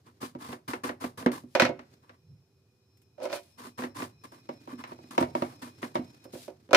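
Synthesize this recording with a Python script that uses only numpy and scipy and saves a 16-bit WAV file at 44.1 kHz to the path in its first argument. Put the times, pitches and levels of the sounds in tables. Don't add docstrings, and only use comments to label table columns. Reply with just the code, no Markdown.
import sys
import numpy as np
from scipy import signal
from scipy.fft import rfft, irfft, next_fast_len
from scipy.io import wavfile

SR = 44100
rng = np.random.default_rng(int(sys.argv[2]) if len(sys.argv) > 2 else 0)


def store_pcm(level_fs):
    pcm = np.round(np.clip(level_fs, -1, 1) * 32767).astype(np.int16)
    wavfile.write(sys.argv[1], SR, np.atleast_2d(pcm).T)


N = 298116
TIME_S = np.arange(N) / SR
MAX_RING_T60_S = 0.21
DULL_SLOPES = [0, 0.7, 1.05, 1.3]   # thud, knock, clack, tick [dB per dB of hardness]

# (time [s], length [s], rise [s], level [dB])
STROKES = [(.203, .052, 0.019, -50), (.382, .15, .035, -56), (.677, 0.06, 0.0046, -49.5),
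           (.834, 0.046, 0.0045, -48), (.999, 0.059, 0.018, -51), (1.173, 0.039, 0.0066, -50),
           (1.315, 0.066, 0.0036, -51), (3.573, 0.098, 0.025, -56), (3.774, .071, .01, -52.5),
           (3.944, 0.095, 0.023, -51), (4.235, 0.023, .004, -60), (4.317, 0.072, 0.0018, -68),
           (5.106, 0.049, .004, -56), (5.191, 0.021, 0.012, -47), (5.352, 0.18, 0.0039, -61),
           (5.616, 0.064, 0.0057, -56), (5.816, .055, 0.0055, -56), (5.941, 0.026, 0.0079, -57)]
# (time [s], strength [dB], hardness [dB])
BOARD_KNOCKS = [(0.35, -41, -7.5), (1.621, -22, -21.5), (4.322, -58, 2), (4.49, -41.5, 3.5),
                (4.674, -48, -0.5), (4.918, -49, 4), (4.988, -52.5, -4), (5.179, -31, 10), (5.21, -26, -9),
                (5.225, -34.5, 6.5), (5.351, -33.5, 3.5), (5.421, -32.5, 3.5), (5.954, -34.5, 8),
                (5.989, -32, -31), (6.334, -42, -13.5)]
# (frequency [Hz], gain [dB], uncapped t60 [s])
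BOOT_MODES = [(245.6, 5, .18), (293.8, 0, 0.13), (367, -2.5, 0.17), (493, -2, 0.12), (558, -7.5, 0.24),
              (658, -4.5, 0.059), (875, -4.5, .1), (1024, -1.5, 0.07), (1146, -4, 0.1), (1810, -3, 0.079),
              (2138, -6.5, .06), (2177, -6, 0.094)]
# (frequency [Hz], gain [dB], uncapped t60 [s])
WOOD_MODES = [(258, 7.5, 0.1), (321, 5.5, 0.12), (375.2, 5.5, 0.48), (516.2, 7.5, 0.15), (575.3, 7.5, 0.12),
              (644, 0.5, 0.085), (689, -5.5, .2), (953, -8.5, 0.19), (1018, -1, .06), (1330, -3, .08),
              (1497, 0, 0.065), (1723, -8.5, 0.091), (2172, -7, 0.18), (2432, -1.5, 0.12),
              (2550, -7, 0.087), (3064, -7, 0.12), (1150, -9, 0.028), (2520, -4.5, 0.097),
              (4310, -1.5, 0.088), (5370, -1.5, 0.059), (6370, -3.5, 0.055)]
# (time [s], level [dB])
HANDLING = [(0, -69), (1.5, -84.5), (1.9, -64.5), (2.3, -84.5), (3.1, -83.5), (3.45, -72), (3.8, -85),
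            (4.5, -60.5), (5.1, -59.5), (6.05, -59), (6.76, -69)]
# (frequency [Hz], unclipped coherence [ratio])
COHERENCE = [(60, 0.8), (250, 1.27), (550, 0.62), (1200, 0.49), (3000, 0.03), (12000, 0.1)]


def bristles(flick_db=0.5, tuft_db=2.5, hiss_db=3.5, rub_db=-5.0, boot_db=-3.5):
    # (frequency [Hz], density [dB])
    hiss_spectrum = [(200, -1.5), (700, 0), (1500, -3), (3000, 1.5), (4500, 4), (7000, -1), (10000, 1),
                     (12000, -4), (15000, -5.5)]
    rub_spectrum = [(150, -28.5), (250, 10.5), (400, -0.5), (700, -2.5), (1100, 3.5), (1600, -3.5),
                    (2300, -9), (3200, -10), (5000, -20), (9000, -37.5)]
    # (frequency [Hz], width [Hz], gain [dB])
    rub_peaks = [(263, 16, -2.5), (1030, 130, 7), (1160, 17, 9.5), (1310, 27, -0.5), (1536, 60, 1.5),
                 (1710, 78, 1), (2034, 90, -1.5), (2380, 68, 4)]
    hiss_env, rub_env = friction_envelopes()
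    tufts = from_db(tuft_db * flutter(rate_hz=59))
    hairs = stereo_noise() * from_db(flick_db * flutter(rate_hz=1500))
    friction = stereo_noise() * tufts
    hiss = from_db(hiss_db) * hiss_env * shaped(hairs * np.sqrt(tufts), hiss_spectrum)
    rub = from_db(rub_db) * rub_env * shaped(friction, rub_spectrum)
    peaks = sum(from_db(db) * signal.lfilter(*signal.iirpeak(hz, hz / width_hz, fs=SR), rub)
                for hz, width_hz, db in rub_peaks)
    drive = from_db(rub_db) * rub_env * friction.mean(axis=0)
    boot = sum(from_db(db) * ring(drive, hz, t60_s) / np.sqrt(t60_s * SR) for hz, db, t60_s in BOOT_MODES)
    return hiss + rub + peaks + from_db(boot_db) * boot


def friction_envelopes(hiss_fade_s=0.025, rub_fade_s=0.016, grip_db=10.5, finger_rise_s=0.018):
    # (time [s], length [s], rise [s], level [dB])
    grazes = [(1.46, 0.19, 0.072, -70), (3.222, 0.022, 0.012, -52), (3.305, 0.044, 0.054, -46.5),
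              (3.428, 0.12, 0.0055, -73), (6.321, .14, 0.012, -56)]
    # (time [s], length [s], level [dB])
    finger_rubs = [(0.052, 0.038, -57), (2.018, 0.14, -66.5), (4.675, 0.063, -50), (4.776, 0.039, -47),
                   (4.862, .045, -50), (6.226, 0.033, -59.5)]
    fingers = pressure([(s, length_s, finger_rise_s, db) for s, length_s, db in finger_rubs], rub_fade_s)
    hiss = pressure(STROKES + grazes, hiss_fade_s) + from_db(-16) * fingers
    rub = from_db(grip_db) * pressure(STROKES, rub_fade_s) + fingers
    return hiss, rub


def pressure(contacts, fade_s, even_rise_s=0.018, db_per_doubling=3.5):
    out = np.zeros(N)
    for start_s, length_s, rise_s, level_db in contacts:
        span = slice(int(start_s * SR), int(start_s * SR) + SR // 2)
        t = TIME_S[span] - start_s
        change_db = db_per_doubling * np.log2(rise_s / even_rise_s)
        held = from_db(level_db + change_db * (np.clip(t / length_s, 0, 1) - .5))
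        out[span] += np.clip(t / rise_s, 0, 1) * held * np.exp(-np.maximum(t - length_s, 0) / fade_s)
    return out


def seam_catches(per_stroke=2, gain_db=1.5, scatter_db=11.5):
    start_s, length_s, rise_s, level_db = np.repeat(STROKES, per_stroke, axis=0).T
    when, size = rng.random((len(start_s), 2)).T
    times_s = start_s + rise_s + when * (length_s - rise_s)
    strength_db = level_db + gain_db + scatter_db * (size - .5)
    return [(s, db, 0) for s, db in zip(times_s, strength_db)]


def boot_thumps(bands):
    # (time [s], strength [dB], hardness [dB])
    hits = [(.229, -40, 0), (.687, -41, -7), (.49, -40.5, -3.5), (.528, -39, 4.5), (.734, -35, 8.5),
            (.842, -34, 3.5), (.892, -34, 6), (1.040, -31.5, 0.5), (1.225, -40.5, 0), (1.261, -17.5, -2.5),
            (1.436, -42, -21), (1.792, -53, 12), (2.094, -59.5, 13.5), (3.671, -45.5, -10),
            (3.789, -38, 3.5), (3.821, -38, 5), (3.837, -36, 6.5), (4.005, -47.5, 2), (4.021, -37.5, 6),
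            (4.727, -34, -25), (4.839, -55, 20.5), (5.038, -51, -7), (5.626, -40, -9), (5.829, -34, 4)]
    # (thud [dB], knock [dB], clack [dB], tick [dB])
    voice_db = [-0.5, -5, -4, -25.5]
    blows = voiced(hits + seam_catches(), voice_db, DULL_SLOPES)
    return impacts(blows, BOOT_MODES, bands, ring_db=-2, crack_db=-0.5, crack_t60_s=0.045, tail_db=-7)


def board_knocks(bands):
    # (frequency [Hz], gain [dB], t60 [s])
    modes = [(135, -10.5, 0.082), (248, 6, 0.18), (306.1, 0, 0.21), (352, 6, 0.13), (483, -3, 0.044),
             (558.6, 2.5, 0.064), (654, -2, 0.11), (723, -13.5, 0.13), (942.6, 13, 0.057), (1150, -2, 0.09),
             (2210, -9.5, 0.21)]
    # (thud [dB], knock [dB], clack [dB], tick [dB])
    voice_db = [-1.5, 1, -6.5, -22]
    blows = voiced(BOARD_KNOCKS, voice_db, DULL_SLOPES)
    return impacts(blows, modes, bands, ring_db=-0.5, crack_db=-1.5, crack_t60_s=0.05, tail_db=-5.5)


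def brush_clacks(bands):
    # (time [s], strength [dB], hardness [dB])
    hits = [(1.551, -23.5, -1.5), (1.598, -23, 6), (1.62, -34, 14.5), (1.65, -31, 5), (1.691, -30.5, -16.5),
            (6.253, -50, -17), (6.35, -45.5, -10), (6.48, -41.5, -14), (6.69, -49.5, -14),
            (6.709, -36.5, -8), (6.731, -19, -1), (6.747, -20, 8)]
    # (thud [dB], knock [dB], clack [dB], tick [dB])
    voice_db = [-14.5, 0.5, 0, -10.5]
    blows = voiced(hits, voice_db, slopes=[-0.55, 0.19, 1.05, 0.96])
    return impacts(blows, WOOD_MODES, bands, ring_db=-2, crack_db=1, crack_t60_s=0.017, tail_db=-4)


def brush_drag(bands, start_s=3.172, end_s=3.39, slips_per_s=160, fall_db_per_s=397):
    # (peak time [s], slip strength [dB])
    shoves = [(3.193, -45.5), (3.238, -31.5), (3.328, -32.5)]
    peak_s, peak_db = np.transpose(shoves)
    gap_jitter, level_jitter = rng.standard_normal((80, 2)).T
    elapsed_s = np.cumsum(np.exp(0.41 * gap_jitter)) / slips_per_s
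    slip_s = start_s + elapsed_s
    shove_db = np.max(peak_db - fall_db_per_s * np.abs(slip_s[:, None] - peak_s), axis=1)
    knock_db = shove_db - 3.5 * level_jitter
    treble_db = knock_db - 9.5 + 99 * elapsed_s
    blows = np.column_stack([slip_s, knock_db - 16.5, knock_db, treble_db - 8, treble_db - 13.5])
    return impacts(blows[slip_s < end_s], WOOD_MODES, bands, ring_db=-7, crack_db=-14, crack_t60_s=0.03,
                   tail_db=-7, tail_t60_s=0.098, contact_s=0.0019)


def voiced(hits, voice_db, slopes):
    times_s, strength_db, hardness_db = np.transpose(hits)
    return np.column_stack([times_s, strength_db[:, None] + voice_db + np.outer(hardness_db, slopes)])


def impacts(blows, modes, bands, ring_db, crack_db, crack_t60_s, tail_db, tail_t60_s=0.16, contact_s=0.002):
    # (thud [Hz], knock [Hz], clack [Hz], tick [Hz])
    registers_hz = [270, 620, 1600, 5000]
    # (frequency [Hz], level [dB])
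    crack_spectrum = [(50, -27), (90, -20.5), (160, -18.5), (270, -3.5), (420, -7.5), (700, 1.5),
                      (1100, -5.5), (2300, -1), (3300, -0.5), (4700, 4.5), (6500, -9), (9000, -7.5),
                      (14000, -10.5)]
    _, knock_hz, clack_hz, tick_hz = registers_hz
    softness_db = np.minimum(blows[:, -1] - blows[:, -2], 0)

    def clicks(hz, gain, delay_s):
        weights = [np.interp(np.log(hz), np.log(registers_hz), unit) for unit in np.eye(4)]
        rolloff_db = 0.22 * softness_db * max(np.log2(hz / tick_hz), 0)
        buildup_s = contact_s / (1 + (hz / knock_hz) ** 2)
        at = np.clip(((blows[:, 0] + buildup_s + delay_s) * SR).astype(int), 0, N - 1)
        return np.bincount(at, gain * from_db(blows[:, 1:] @ weights + rolloff_db), N)

    out = np.zeros((2, N))
    for k, (hz, db, t60_s) in enumerate(modes):
        gain = (-1) ** k * from_db(ring_db + db + rng.normal(0, 1, len(blows)))
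        skew_s = np.arccos(np.clip(at_hz(COHERENCE, hz), 0, 1)) / (2 * np.pi * hz)
        for side in range(2):
            out[side] += ring(clicks(hz, gain, skew_s * ((k + side) % 2)), hz, t60_s)
    for hz, noise in bands:
        force = clicks(hz, from_db(at_hz(crack_spectrum, hz)), 0)
        t60_scale = (clack_hz / hz) ** .25
        crack = burst_energy(from_db(crack_db) * force, crack_t60_s * t60_scale)
        tail = burst_energy(from_db(tail_db) * force, tail_t60_s * t60_scale)
        out += noise * np.sqrt(crack + tail)
    return out


def leather_rustle(crinkle_db=3.5):
    # (frequency [Hz], density [dB])
    spectrum = [(120, -2.5), (280, 15.5), (600, 0), (1400, -3.5), (3000, -8.5), (4500, -5.5), (7500, -12.5),
                (15000, -19)]
    crinkle = stereo_noise() * from_db(crinkle_db * flutter(rate_hz=40))
    return envelope(HANDLING) * shaped(crinkle, spectrum)


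def board_rumble(centre_hz=116, shift_s=2.32, shift_width_s=0.04, shift_db=-50.5):
    times_s, strength_db, _ = np.transpose(BOARD_KNOCKS)
    knock_energy = burst_energy(impulses(times_s, strength_db - 16), t60_s=0.5)
    pressed = from_db(-6.5) * pressure(STROKES, fade_s=0.15)
    shifted = from_db(shift_db) / (1 + ((TIME_S - shift_s) / shift_width_s) ** 2)
    held = from_db(-2.5) * envelope(HANDLING)
    noise = unit_rms(bandpass(stereo_noise(), centre_hz / 1.2, centre_hz * 1.29))
    return noise * np.sqrt(knock_energy + pressed ** 2 + shifted ** 2 + held ** 2)


def nail_picks():
    # (time [s], level [dB])
    picks = [(2.972, -65), (3.017, -64), (6.241, -53)]
    return np.sqrt(burst_energy(impulses(*np.transpose(picks)), t60_s=0.086)) * stereo_noise()


def tiled_room(x, t60_s=0.57, wet_db=-28, dull_hz=3000):
    t = TIME_S[:SR]
    tail = rng.standard_normal((2, SR)) * from_db(-60 * t / t60_s) * np.clip(t / .02, 0, 1)
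    tail /= np.sqrt(np.sum(tail ** 2) / 2)
    tail = bandpass(tail, 250, dull_hz, order=1)
    return x + from_db(wet_db) * signal.fftconvolve(x, tail, axes=1)[:, :N]


def room_hum(level_db=-66.5):
    # (frequency [Hz], density [dB])
    spectrum = [(25, -32), (55, -24.5), (85, -2.5), (115, -2.5), (160, -12.5), (280, -19), (400, -18),
                (550, -29), (1000, -31.5), (2000, -39), (3500, -38), (5000, -34.5), (8000, -43),
                (15000, -44)]
    return from_db(level_db) * shaped(stereo_noise(), spectrum)


def whine(swell_above_hz=1600):
    # (frequency [Hz], level [dB], width [Hz])
    lines = [(228, -81.5, 2.8), (385, -83, 4.3), (500, -87, 2.7), (2476, -88.5, 66), (4000, -91.5, 20),
             (5270, -99, 8), (5327, -84.5, 17), (6207, -103, 25)]
    # (time [s], gain [dB])
    swell = [(0, -10), (1.9, 3), (2.6, 0), (3.6, 9.5), (4.2, 11), (4.6, 15), (5.2, 15), (6.2, 15),
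             (6.7, -6)]
    noise, out = stereo_noise(), np.zeros((2, N))
    for line_hz, db, width_hz in lines:
        line = unit_rms(filtered(noise, lambda hz: 1 / (1 + (2 * (hz - line_hz) / width_hz) ** 2)))
        out += from_db(db) * line * (envelope(swell) if line_hz > swell_above_hz else 1)
    return out


def from_db(db):
    return 10 ** (np.asarray(db) / 20)


def unit_rms(x):
    return x / np.sqrt(np.mean(x ** 2) + 1e-20)


def envelope(points):
    return from_db(np.interp(TIME_S, *np.transpose(points)))


def impulses(times_s, levels_db):
    return np.bincount((times_s * SR).astype(int), from_db(levels_db), N)


def at_hz(points, hz):
    knots_hz, values = np.transpose(points)
    return np.interp(np.log(np.maximum(hz, 1)), np.log(knots_hz), values)


def bandpass(x, low_hz, high_hz, order=2):
    return signal.sosfilt(signal.butter(order, [low_hz, high_hz], "band", fs=SR, output="sos"), x)


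def filtered(x, response):
    size = next_fast_len(N + SR // 10, real=True)
    hz = np.arange(size // 2 + 1) * SR / size
    return irfft(rfft(x, size) * response(hz), size)[..., :N]


def shaped(x, spectrum):
    return unit_rms(filtered(x, lambda hz: from_db(at_hz(spectrum, hz))))


def stereo_noise():
    def mid_side_gains(hz):
        return np.sqrt(1 + np.outer([1, -1], np.clip(at_hz(COHERENCE, hz), 0, .995)))

    mid, side = filtered(rng.standard_normal((2, N)), mid_side_gains)
    return unit_rms(np.array([mid + side, mid - side]))


def noise_bands():
    white = [stereo_noise(), stereo_noise()]
    return [(hz, unit_rms(bandpass(white[k % 2], hz / 2 ** .25, hz * 2 ** .25)))
            for k, hz in enumerate(54 * 2 ** (np.arange(17) / 2))]


def flutter(rate_hz):
    return unit_rms(filtered(rng.standard_normal(N), lambda hz: 1 / (1 + (hz / rate_hz) ** 2)))


def ring(drive, hz, t60_s):
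    radius = from_db(-60 / (min(t60_s, MAX_RING_T60_S) * SR))
    angle = 2 * np.pi * hz / SR
    return signal.lfilter([0, np.sin(angle)], [1, -2 * radius * np.cos(angle), radius ** 2], drive + 1e-18)


def burst_energy(clicks, t60_s):
    return signal.lfilter([1], [1, -from_db(-120 / (t60_s * SR))], clicks ** 2 + 1e-24)


def from_left(x, lag_s=0.00043):
    right = filtered(x[1], lambda hz: np.exp(-2j * np.pi * hz * lag_s * np.clip(hz / 400 - 1, 0, 1)))
    return np.array([x[0], right])


def scene():
    bands = noise_bands()
    brushing = bristles() + boot_thumps(bands) + board_knocks(bands)
    wood = (brush_clacks(bands) + brush_drag(bands)) * from_db([[-1], [1]])
    handling = leather_rustle() + board_rumble() + nail_picks()
    return tiled_room(from_left(brushing + handling) + wood) + room_hum() + whine()


def record(dry, low_cut_hz=80, high_cut_hz=15400):
    # (frequency [Hz], left minus right [dB])
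    balance = [(60, -0.5), (200, -1.5), (400, -4.5), (650, -4), (950, -2), (1300, 4), (2400, 0.5),
               (4500, 0.5), (8000, 2.5), (15000, 2)]
    heard = filtered(dry, lambda hz: from_db(np.outer([.5, -.5], at_hz(balance, hz))))
    heard = signal.sosfilt(signal.butter(3, low_cut_hz, "high", fs=SR, output="sos"), heard)
    return signal.sosfilt(signal.ellip(10, .1, 80, high_cut_hz, fs=SR, output="sos"), heard)


dry = scene()
out = record(dry)
store_pcm(out)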